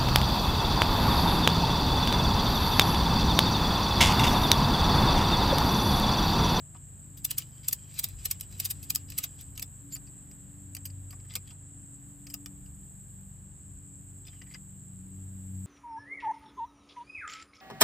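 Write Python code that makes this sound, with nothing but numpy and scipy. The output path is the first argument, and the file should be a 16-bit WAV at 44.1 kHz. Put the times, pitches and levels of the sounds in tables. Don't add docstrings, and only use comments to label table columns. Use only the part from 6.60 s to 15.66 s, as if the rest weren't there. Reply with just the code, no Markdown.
import sys
import numpy as np
from scipy import signal
from scipy.fft import rfft, irfft
from scipy.io import wavfile
from scipy.ndimage import uniform_filter1d

SR = 44100
rng = np.random.default_rng(int(sys.argv[2]) if len(sys.argv) > 2 else 0)


def unload_wav(signal):
    wavfile.write(
        sys.argv[1],
        SR,
        np.round(np.clip(np.atleast_2d(signal).T, -1, 1) * 32767).astype(np.int16),
    )


N = 399545

# (time [s], level in 2.2-6 kHz [dB], treble relative to it [dB],
# loudest mode [Hz], length within 7 dB of the peak [ms])
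KNOCKS = [(.147, -66, -18, 943, 12), (.165, -61.5, -14, 2980, 6.8), (0.574, -60, 13, 2800, 12),
          (0.6511, -40.5, 20, 4400, 4.8), (0.709, -42.5, 16, 2830, 4.1), (0.7133, -34.5, 9.5, 4080, 1.8),
          (0.7848, -41.5, 20, 5360, 6), (.822, -46.5, -4, 2900, 3.2), (1.042, -56.5, -4, 4800, 32),
          (1.086, -40, 20.5, 4530, 4.8), (1.111, -48, 5, 5030, 4), (1.131, -39, 18.5, 4600, 4.7),
          (1.342, -56, 8, 5800, 7.4), (1.394, -39.5, 15.5, 3900, 6.5), (1.443, -39, 13.5, 4660, 9.2),
          (1.4876, -70, 30, 4800, 4.6), (1.589, -57.5, -4, 4300, 12), (1.6571, -38.5, 14, 2930, 6.6),
          (1.714, -38, 15, 5750, 6.2), (1.799, -55, 9, 5850, 3.5), (1.8097, -45, 12.5, 5770, 4.5),
          (1.832, -55.5, -1, 2950, 9.3), (1.912, -61, 6, 5850, 3), (1.926, -57, 7, 4100, 2.8),
          (1.9805, -66, 13, 4020, 8), (2.003, -39, 14, 5200, 5.5), (2.0565, -41.5, 15.5, 4970, 8.7),
          (2.1096, -42.5, 15.5, 4700, 8.5), (2.2308, -54.5, 12, 4630, 11), (2.305, -36.5, 15, 4900, 4.4),
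          (2.351, -41.5, 19, 5400, 1.9), (2.358, -33.5, 16, 5430, 1.6), (2.502, -53, 12.5, 5100, 6.4),
          (2.5215, -46, 0, 5000, 2.8), (2.586, -39, 16, 5770, 6.5), (2.641, -38, 10.5, 3350, 6.3),
          (2.811, -61, 18.5, 6070, 5), (2.955, -59, 4, 4020, 5.2), (2.977, -44.5, 5.5, 2880, 5),
          (2.996, -44, 9.5, 4500, 2.8), (3.0274, -40.5, 10.5, 5500, 4.3), (3.352, -51.5, 17, 5500, 1.5),
          (3.3583, -42, -10, 4530, 1.4), (3.364, -45.5, 2, 4500, 2.1), (3.471, -60.5, -13, 4500, 7.5),
          (3.714, -57, 2, 5500, 2.9), (4.15, -45, 10.5, 4530, 3.3), (4.1674, -43.5, 3.5, 4500, 2.9),
          (4.2556, -47.5, 12.5, 2850, 7.8), (4.301, -55.5, -8, 4580, 3.5), (4.507, -53, 6, 4600, 4.6),
          (4.527, -61, 5, 2430, 7.7), (4.6, -62, -10, 3000, 4.5), (4.65, -71, -6, 1770, 12),
          (4.699, -51, -22, 3380, 1.8), (4.7073, -51.5, -25, 3470, 13), (4.739, -49, 2, 5900, 4.6),
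          (4.7546, -35.5, 8, 3456, 3.8), (4.76, -37.5, 2, 4470, 4.7), (4.8752, -56.5, -2, 3400, 4.3),
          (4.907, -54, -5, 4400, 6), (4.912, -74, -12, 930, 14), (4.764, -76, -10, 930, 10),
          (5.669, -47, -1, 4930, 3.4), (5.701, -52, 5.5, 4960, 6.8), (5.743, -41.5, 10.5, 4900, 4),
          (5.8604, -42, 4, 2600, 2.3), (6.062, -64.5, -2, 2750, 11), (7.652, -60, -15, 3470, 5.6),
          (7.67, -55, -3, 4840, 13), (7.682, -51.5, -22, 3500, 6.3), (7.733, -68.5, -15, 1980, 15),
          (7.817, -56.5, -20, 1940, 3.8), (7.819, -52, -14, 2880, 4.6), (7.838, -69, -15, 1900, 4),
          (7.867, -66.5, -15, 2000, 12), (7.911, -61.5, -19, 2040, 5.2), (7.94, -50, -9, 4870, 5.2),
          (7.9453, -44, -17, 4800, 4.8), (7.95, -52, -20, 2060, 4.8)]
# frame, low, main, upper, treble [Hz]
KNOCK_BANDS_HZ = [420, 1450, 2150, 6000, 9500, 16550]
# (nominal pitch [Hz], width before damping [Hz], relative level [dB])
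STEEL_MODES = [(520, 60, -2), (750, 40, 2), (930, 32, 2), (1110, 45, 1), (1300, 35, 2), (1750, 90, 1),
               (2040, 90, 0), (2430, 120, 7), (2850, 130, 6), (3200, 130, 4), (3500, 150, 5),
               (4020, 150, 2), (4580, 160, 2), (5030, 200, 1), (5850, 200, -4), (6820, 200, 3),
               (7900, 300, 6), (9170, 290, 6), (11900, 300, 4), (13100, 300, 7), (14400, 370, 7)]
# (centre time [s], swell to 1/e [s], level [dB], loudest mode [Hz])
RUBS = [(0.697, 0.021, -53.5, 2870), (0.723, 0.028, -52, 2880), (0.804, 0.028, -49.5, 4760),
        (0.967, 0.38, -68.5, 3150), (1.214, 0.31, -66.5, 3170), (1.316, 0.024, -59.5, 2300),
        (1.38, 0.02, -47, 4050), (1.464, 0.071, -56, 4020), (1.681, 0.08, -55.5, 2900),
        (2.169, 0.1, -65, 3750), (1.94, 0.042, -59, 3980), (2.038, 0.046, -48.5, 2880),
        (2.344, 0.067, -58, 2860), (2.491, 0.0089, -56, 5030), (2.53, 0.039, -60, 4020),
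        (2.62, 0.05, -53, 2880), (2.718, 0.26, -69.5, 3130), (2.805, 0.021, -55, 3330),
        (3.33, 0.016, -53, 4520), (4.724, 0.034, -58, 2100), (4.89, 0.036, -62, 3400),
        (7.73, 0.04, -68, 3150), (7.782, 0.055, -70, 2880), (7.932, 0.033, -61.5, 2040)]
# (time [s], pitch [Hz], level [dB])
SQUEAK = [(3.322, 7040, -48), (3.33, 7210, -39), (3.345, 7190, -36.5), (3.356, 7300, -42)]
# (frequency [Hz], relative level [dB])
CHORUS_COLOUR = [(5200, -92), (6300, -29), (7000, -9), (7600, 3), (8000, 3.5), (8500, -7), (9000, -12.5),
                 (9800, -66), (11000, -89)]
# (time [s], level [dB])
HIGH_INSECT_LEVEL = [(0, -69.5), (.8, -65), (2.4, -64.5), (3.1, -65.5), (4.85, -69), (5.05, -73),
                     (5.3, -68.5), (5.55, -66), (6.7, -66.5), (6.9, -72), (7.1, -69.5), (7.3, -69),
                     (7.85, -66), (8.4, -69), (9.06, -63.5)]
# (frequency [Hz], relative level [dB])
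HIGH_INSECT_COLOUR = [(8000, -60), (9500, -7), (10700, -9), (12500, -6), (14000, -2), (15700, 0),
                      (15800, -70)]
# (time [s], level of harmonics 1, 2, 3 and 4 [dB])
MOTOR_HARMONICS = [(0.0, -53, -72, -88, -82.5), (0.61, -56.5, -70, -63.5, -90), (0.91, -62, -80, -79, -93),
                   (1.97, -45, -66, -72.5, -70.5), (2.34, -48, -61, -57, -80), (2.73, -54.5, -72, -68, -80),
                   (3.03, -52.5, -60, -63.5, -79), (3.18, -55, -66, -88, -85), (3.25, -63, -64, -57, -74),
                   (3.53, -78, -61.5, -64.5, -80), (4.01, -48, -61.5, -59, -80),
                   (4.46, -45, -70, -57.5, -83), (4.79, -52.5, -67, -74, -77), (4.94, -54.5, -74, -61, -87),
                   (5.9, -67, -58.5, -55.5, -79), (6.61, -54.5, -58.5, -84.5, -81),
                   (6.97, -57.5, -59.5, -64.5, -76), (7.69, -51, -62, -67, -73.5),
                   (7.95, -68, -53.5, -66.5, -75), (8.12, -55.5, -54, -79, -82), (8.55, -48, -50, -62, -72),
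                   (9.06, -44, -50.5, -58.5, -74)]
# (multiple of its pitch, level [dB])
MOTOR_FAINT = [(6, -89), (7, -90), (9, -91)]
# (multiple of the firing rate, level [dB])
ENGINE_LINES = [(2, -60), (3, -63), (4, -67.5), (5, -56.5), (6, -58), (7, -72), (8, -67.5), (10, -76.5),
                (11, -76), (13, -78)]
# (time [s], level [dB])
GUSTS = [(.649, -65), (1.614, -44.5), (1.956, -54), (2.25, -51), (2.496, -53), (2.97, -50), (3.268, -59),
         (5.646, -59), (5.998, -49.5), (6.3, -61), (7.131, -49)]
# (frequency [Hz], relative level [dB])
AIR_COLOUR = [(25, -34), (45, -6.5), (140, -6), (230, -14), (430, -27), (850, -30), (1250, -32),
              (1700, -31), (2200, -38), (3000, -36.5), (4000, -41), (5700, -50), (8000, -83)]
# (time [s], level [dB])
AIR_LEVEL = [(0, -55.5), (2, -53.5), (4.5, -55.5), (6.5, -57.5), (9.06, -56.5)]
# (frequency [Hz], likeness [0-1])
AIR_LIKENESS = [(60, 0.42), (300, 0.54), (700, 0.31), (1400, 0.17), (3000, 0.89), (6000, 0.85)]
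# (frequency [Hz], left minus right [dB])
PORT_BALANCE = [(40, .4), (200, 2), (600, 4.2), (1300, 2.5), (2400, 1), (8000, .2)]
# (frequency [Hz], lead of the left [rad])
PORT_PHASE = [(100, 0), (340, .4), (1700, -.35), (3400, .6), (5400, -.15), (6900, 0), (8000, -.8),
              (10000, -3.14), (12700, -6.28), (15550, -9.42), (16800, -10.2)]

CHATTER_RISE, BLOW_RISE = 0.51, 0.17
CHATTER_TREBLE_DB, CHATTER_DB = 10, -43
LOW_DB, LOW_DB_PER_DB, LOW_MODE_DB = -22, 0.25, 25.5
FRAME_DB, DEEP_MODE_DB, NEAR_2K_FRAME_DB = 4, 10.5, -14
FRAME_LATE_S = 0.00403
LOOSE_S, LOOSE_LOW_DB = 3.2, 2
RUB_RING_DB, LOOSE_RING_DB = 10, 21
HOLLOW_HZ, HOLLOW_WIDTH, HOLLOW_DB = 3750, .15, -12
CHORUS_DB, CHORUS_LIKENESS = -52.5, .72
CRICKET_HZ, CRICKET_DB, PULSE_HZ = 8860, -71.5, 56.0
MOTOR_HZ, MOTOR_WAVER_HZ, ENGINE_HZ = 94.57, 0.2523, 24.52
GUST_S = 0.14
TOP_HZ = 16650


def ratchet(size=8192, echo_db=-9, echo_t60=0.068):
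    direct = knocks() + rubs()
    decay = undb(-60 * np.arange(size) / SR / echo_t60)
    scatter = rng.standard_normal((2, size)) * decay
    scatter = signal.lfilter([1], [1, -.5], scatter)
    scatter = scatter * undb(echo_db) / np.sqrt(np.sum(scatter ** 2) / 2)
    return direct + signal.fftconvolve(direct[None], scatter, axes=1)[:, :N]


def knocks(size=8192, upper_db=-4.5, skirt_db=-22, skirt_ms=1.9):
    s, db, treble_db, loudest_hz, length = np.transpose(KNOCKS)[:, :, None]
    chatters = (treble_db > CHATTER_TREBLE_DB) & (db > CHATTER_DB)
    share = np.where(chatters, CHATTER_RISE, BLOW_RISE)
    rise, fall = share * length, (1 - share) * length

    ms = (np.arange(size) - size // 4) / SR * 1000
    swell, die = -ms / np.maximum(rise, .2), ms / np.maximum(fall, .2)
    shape = undb(-7 * np.where(ms < 0, swell, die))
    skirt_length = skirt_ms * np.where(ms < 0, 2 * share, 2 - 2 * share)
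    shape = shape + undb(skirt_db) * np.exp(-(ms / skirt_length) ** 2)

    chance = rng.standard_normal((len(KNOCKS), size + size // 32 + len(STEEL_MODES)))
    ring_db = np.clip(9 - .4 * treble_db, 3, 13)
    hz, body = steel(loudest_hz, chance, size,
                     crack_db=1 - .6 * ring_db, favoured_db=ring_db, damping=1.2)
    off_hollow = abs(np.log(loudest_hz / HOLLOW_HZ)) > HOLLOW_WIDTH
    dip = np.exp(-(np.log((hz + 1) / HOLLOW_HZ) / HOLLOW_WIDTH) ** 2)
    body = body * undb(HOLLOW_DB * ((s > LOOSE_S) & off_hollow) * dip)
    body = body / np.sqrt(1 + (loudest_hz < 2200) * (hz / 3000) ** 6)
    rung = slips(shape, chance, slip_db=4.0) * body

    low_db = LOW_DB + LOW_DB_PER_DB * (db + 45)
    low_db = low_db + LOW_MODE_DB * (loudest_hz < 2500) + LOOSE_LOW_DB * (s > LOOSE_S)
    near_2k_db = NEAR_2K_FRAME_DB * (loudest_hz < 2200)
    frame_db = low_db + FRAME_DB + np.where(loudest_hz < 1200, DEEP_MODE_DB, near_2k_db)
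    bands_db = (frame_db, low_db, 0, upper_db + 0.55 * treble_db, treble_db)
    burst = 0
    for lo, hi, band_db in zip(KNOCK_BANDS_HZ, KNOCK_BANDS_HZ[1:], bands_db):
        band = rung / np.sqrt((1 + (lo / (hz + 1)) ** 6) * (1 + (hz / hi) ** 24))
        if lo == KNOCK_BANDS_HZ[0]:
            band = band * np.exp(-2j * np.pi * hz * FRAME_LATE_S)
        burst = burst + sized(band, shape, db + band_db)
    return place(s[:, 0], irfft(burst, size), size // 4)


def rubs(size=16384):
    s, length, db, loudest_hz = np.transpose(RUBS)[:, :, None]
    shape = np.exp(-((np.arange(size) - size // 2) / SR / length) ** 2)
    chance = rng.standard_normal((len(RUBS), size + size // 32 + len(STEEL_MODES)))
    ring_db = np.where(s < LOOSE_S, RUB_RING_DB, LOOSE_RING_DB)
    hz, body = steel(loudest_hz, chance, size, crack_db=1.5, favoured_db=ring_db, damping=.8)
    dull = np.sqrt((1 + (1600 / (hz + 1)) ** 4) * (1 + (hz / 8500) ** 4))
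    rung = slips(shape, chance, slip_db=2.5, count=128) * body / dull
    return place(s[:, 0], irfft(sized(rung, shape, db), size), size // 2)


def steel(loudest_hz, chance, size, crack_db, favoured_db, damping, scatter_db=0.5):
    hz = np.arange(size // 2 + 1) * SR / size
    body = undb(crack_db) * hz ** 2 / (hz ** 2 + 1300 ** 2)
    for k, (mode_hz, width, mode_db) in enumerate(STEEL_MODES):
        width = width * damping
        near = np.exp(-(np.log(loudest_hz / mode_hz) / .05) ** 2)
        detune = 1 + .035 * (1 - near) * chance[:, k, None]
        mode_hz = mode_hz * (loudest_hz / mode_hz) ** near * detune
        uneven_db = scatter_db * (1.5 - near) * chance[:, -1 - k, None]
        strike = undb(mode_db + favoured_db * near + uneven_db)
        body = body + strike * 1j * hz * width / (mode_hz ** 2 - hz ** 2 + 1j * hz * width)
    return hz, body


def slips(shape, chance, slip_db, count=32):
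    size = shape.shape[1]
    slip_sizes = np.repeat(chance[:, size:size + size // count], count, axis=1)
    return rfft(shape * undb(slip_db * slip_sizes) * chance[:, :size])


def squeak():
    hz, db = over_time(SQUEAK)
    t = np.arange(N) / SR
    gate = np.clip(np.minimum(t - SQUEAK[0][0], SQUEAK[-1][0] - t) / .004, 0, 1)
    whistle = tone(hz) + undb(-3) * tone(2 * hz)
    return gate * undb(db + 2.0 * walk(400)) * whistle


def insects():
    chorus_db = CHORUS_DB + .5 * walk(3.16) + 0.85 * walk(40)
    chorus = undb(chorus_db) * noise(CHORUS_COLOUR, CHORUS_LIKENESS)
    cricket = undb(CRICKET_DB + 2.0 * walk(55)) * tone(CRICKET_HZ + 25 * walk(30))
    beat = np.cumsum(PULSE_HZ + .6 * walk(2)) / SR % 1
    pulses = level(1 + 1.2 * np.exp(-((beat - .5) / .09) ** 2), 0)
    high = undb(over_time(HIGH_INSECT_LEVEL)[0]) * pulses * noise(HIGH_INSECT_COLOUR, 1.0)
    return chorus + cricket + high


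def motors():
    hz = MOTOR_HZ + MOTOR_WAVER_HZ * walk(1.5)
    hum = 0
    for multiple, db in enumerate(over_time(MOTOR_HARMONICS), start=1):
        line_hz = multiple * (hz + 0.594 * walk(7))
        hum = hum + undb(db + 1.57 * walk(3.5) + 1.6 * walk(12)) * tone(line_hz)
    for multiple, db in MOTOR_FAINT:
        hum = hum + undb(db + 3.5 * walk(2.5)) * tone(multiple * (hz + .5 * walk(7)))
    firing = ENGINE_HZ * (1 + 0.00425 * walk(1.501))
    for multiple, db in ENGINE_LINES:
        hum = hum + undb(db + 2.0 * walk(5.4)) * tone(multiple * firing)
    return hum


def wind():
    t = np.arange(N) / SR
    push = sum(undb(db) * np.exp(-((t - s) / GUST_S) ** 2) for s, db in GUSTS)
    colour = [(15, -37), (30, -8.0), (50, 2.0), (90, 1.5), (160, -21.0), (400, -67.0)]  # (Hz, dB)
    return push * noise(colour, 0.96)


def air():
    drift_db = over_time(AIR_LEVEL)[0] + 0.37 * walk(2.64)
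    return undb(drift_db) * noise(AIR_COLOUR, over_hz(AIR_LIKENESS, N))


def undb(db):
    return 10 ** (np.asarray(db) / 20)


def level(x, db):
    return x * undb(db) / np.sqrt(np.mean(x ** 2))


def over_time(table):
    s, *columns = np.transpose(table)
    return [np.interp(np.arange(N) / SR, s, c) for c in columns]


def over_hz(table, size):
    hz, value = np.transpose(table)
    bins_hz = np.arange(size // 2 + 1) * SR / size
    return np.interp(np.log(bins_hz + 1), np.log(hz), value)


def noise(colour, likeness):
    mid, side = rfft(rng.standard_normal((2, N)))
    like = np.clip(likeness, 0, 1)
    pair = np.sqrt(1 + like) * mid + np.sqrt(1 - like) * side * np.array([[1], [-1]])
    return level(irfft(pair * undb(over_hz(colour, N)), N), 0)


def walk(rate):
    k = int(SR / rate)
    steps = np.repeat(rng.standard_normal(N // k + 1), k)
    return 1.242 * uniform_filter1d(uniform_filter1d(steps, k), k)[:N]


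def tone(hz):
    return np.sqrt(2) * np.sin(2 * np.pi * (np.cumsum(hz) / SR + rng.random()))


def sized(spectrum, shape, db):
    energy = np.sum(shape ** 2, axis=1, keepdims=True) * shape.shape[1] / 2
    return spectrum * undb(db) * np.sqrt(energy / np.sum(abs(spectrum) ** 2, axis=1, keepdims=True))


def place(s, waves, lead):
    size = waves.shape[1]
    out = np.zeros(N + 2 * size)
    for start, wave in zip((s * SR).astype(int) + size - lead, waves):
        out[start:start + size] += wave
    return out[size:size + N]


def scene():
    return ratchet() + squeak() + insects() + motors() + wind() + air()


def record(dry):
    half = undb(over_hz(PORT_BALANCE, N) / 2) * np.exp(.5j * over_hz(PORT_PHASE, N))
    ports = irfft(rfft(dry) * np.array([half, 1 / half]), N)
    top_cut = signal.ellip(10, .2, 80, TOP_HZ, fs=SR, output="sos")
    return signal.sosfilt(top_cut, ports)


dry = scene()
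out = record(dry)
unload_wav(out)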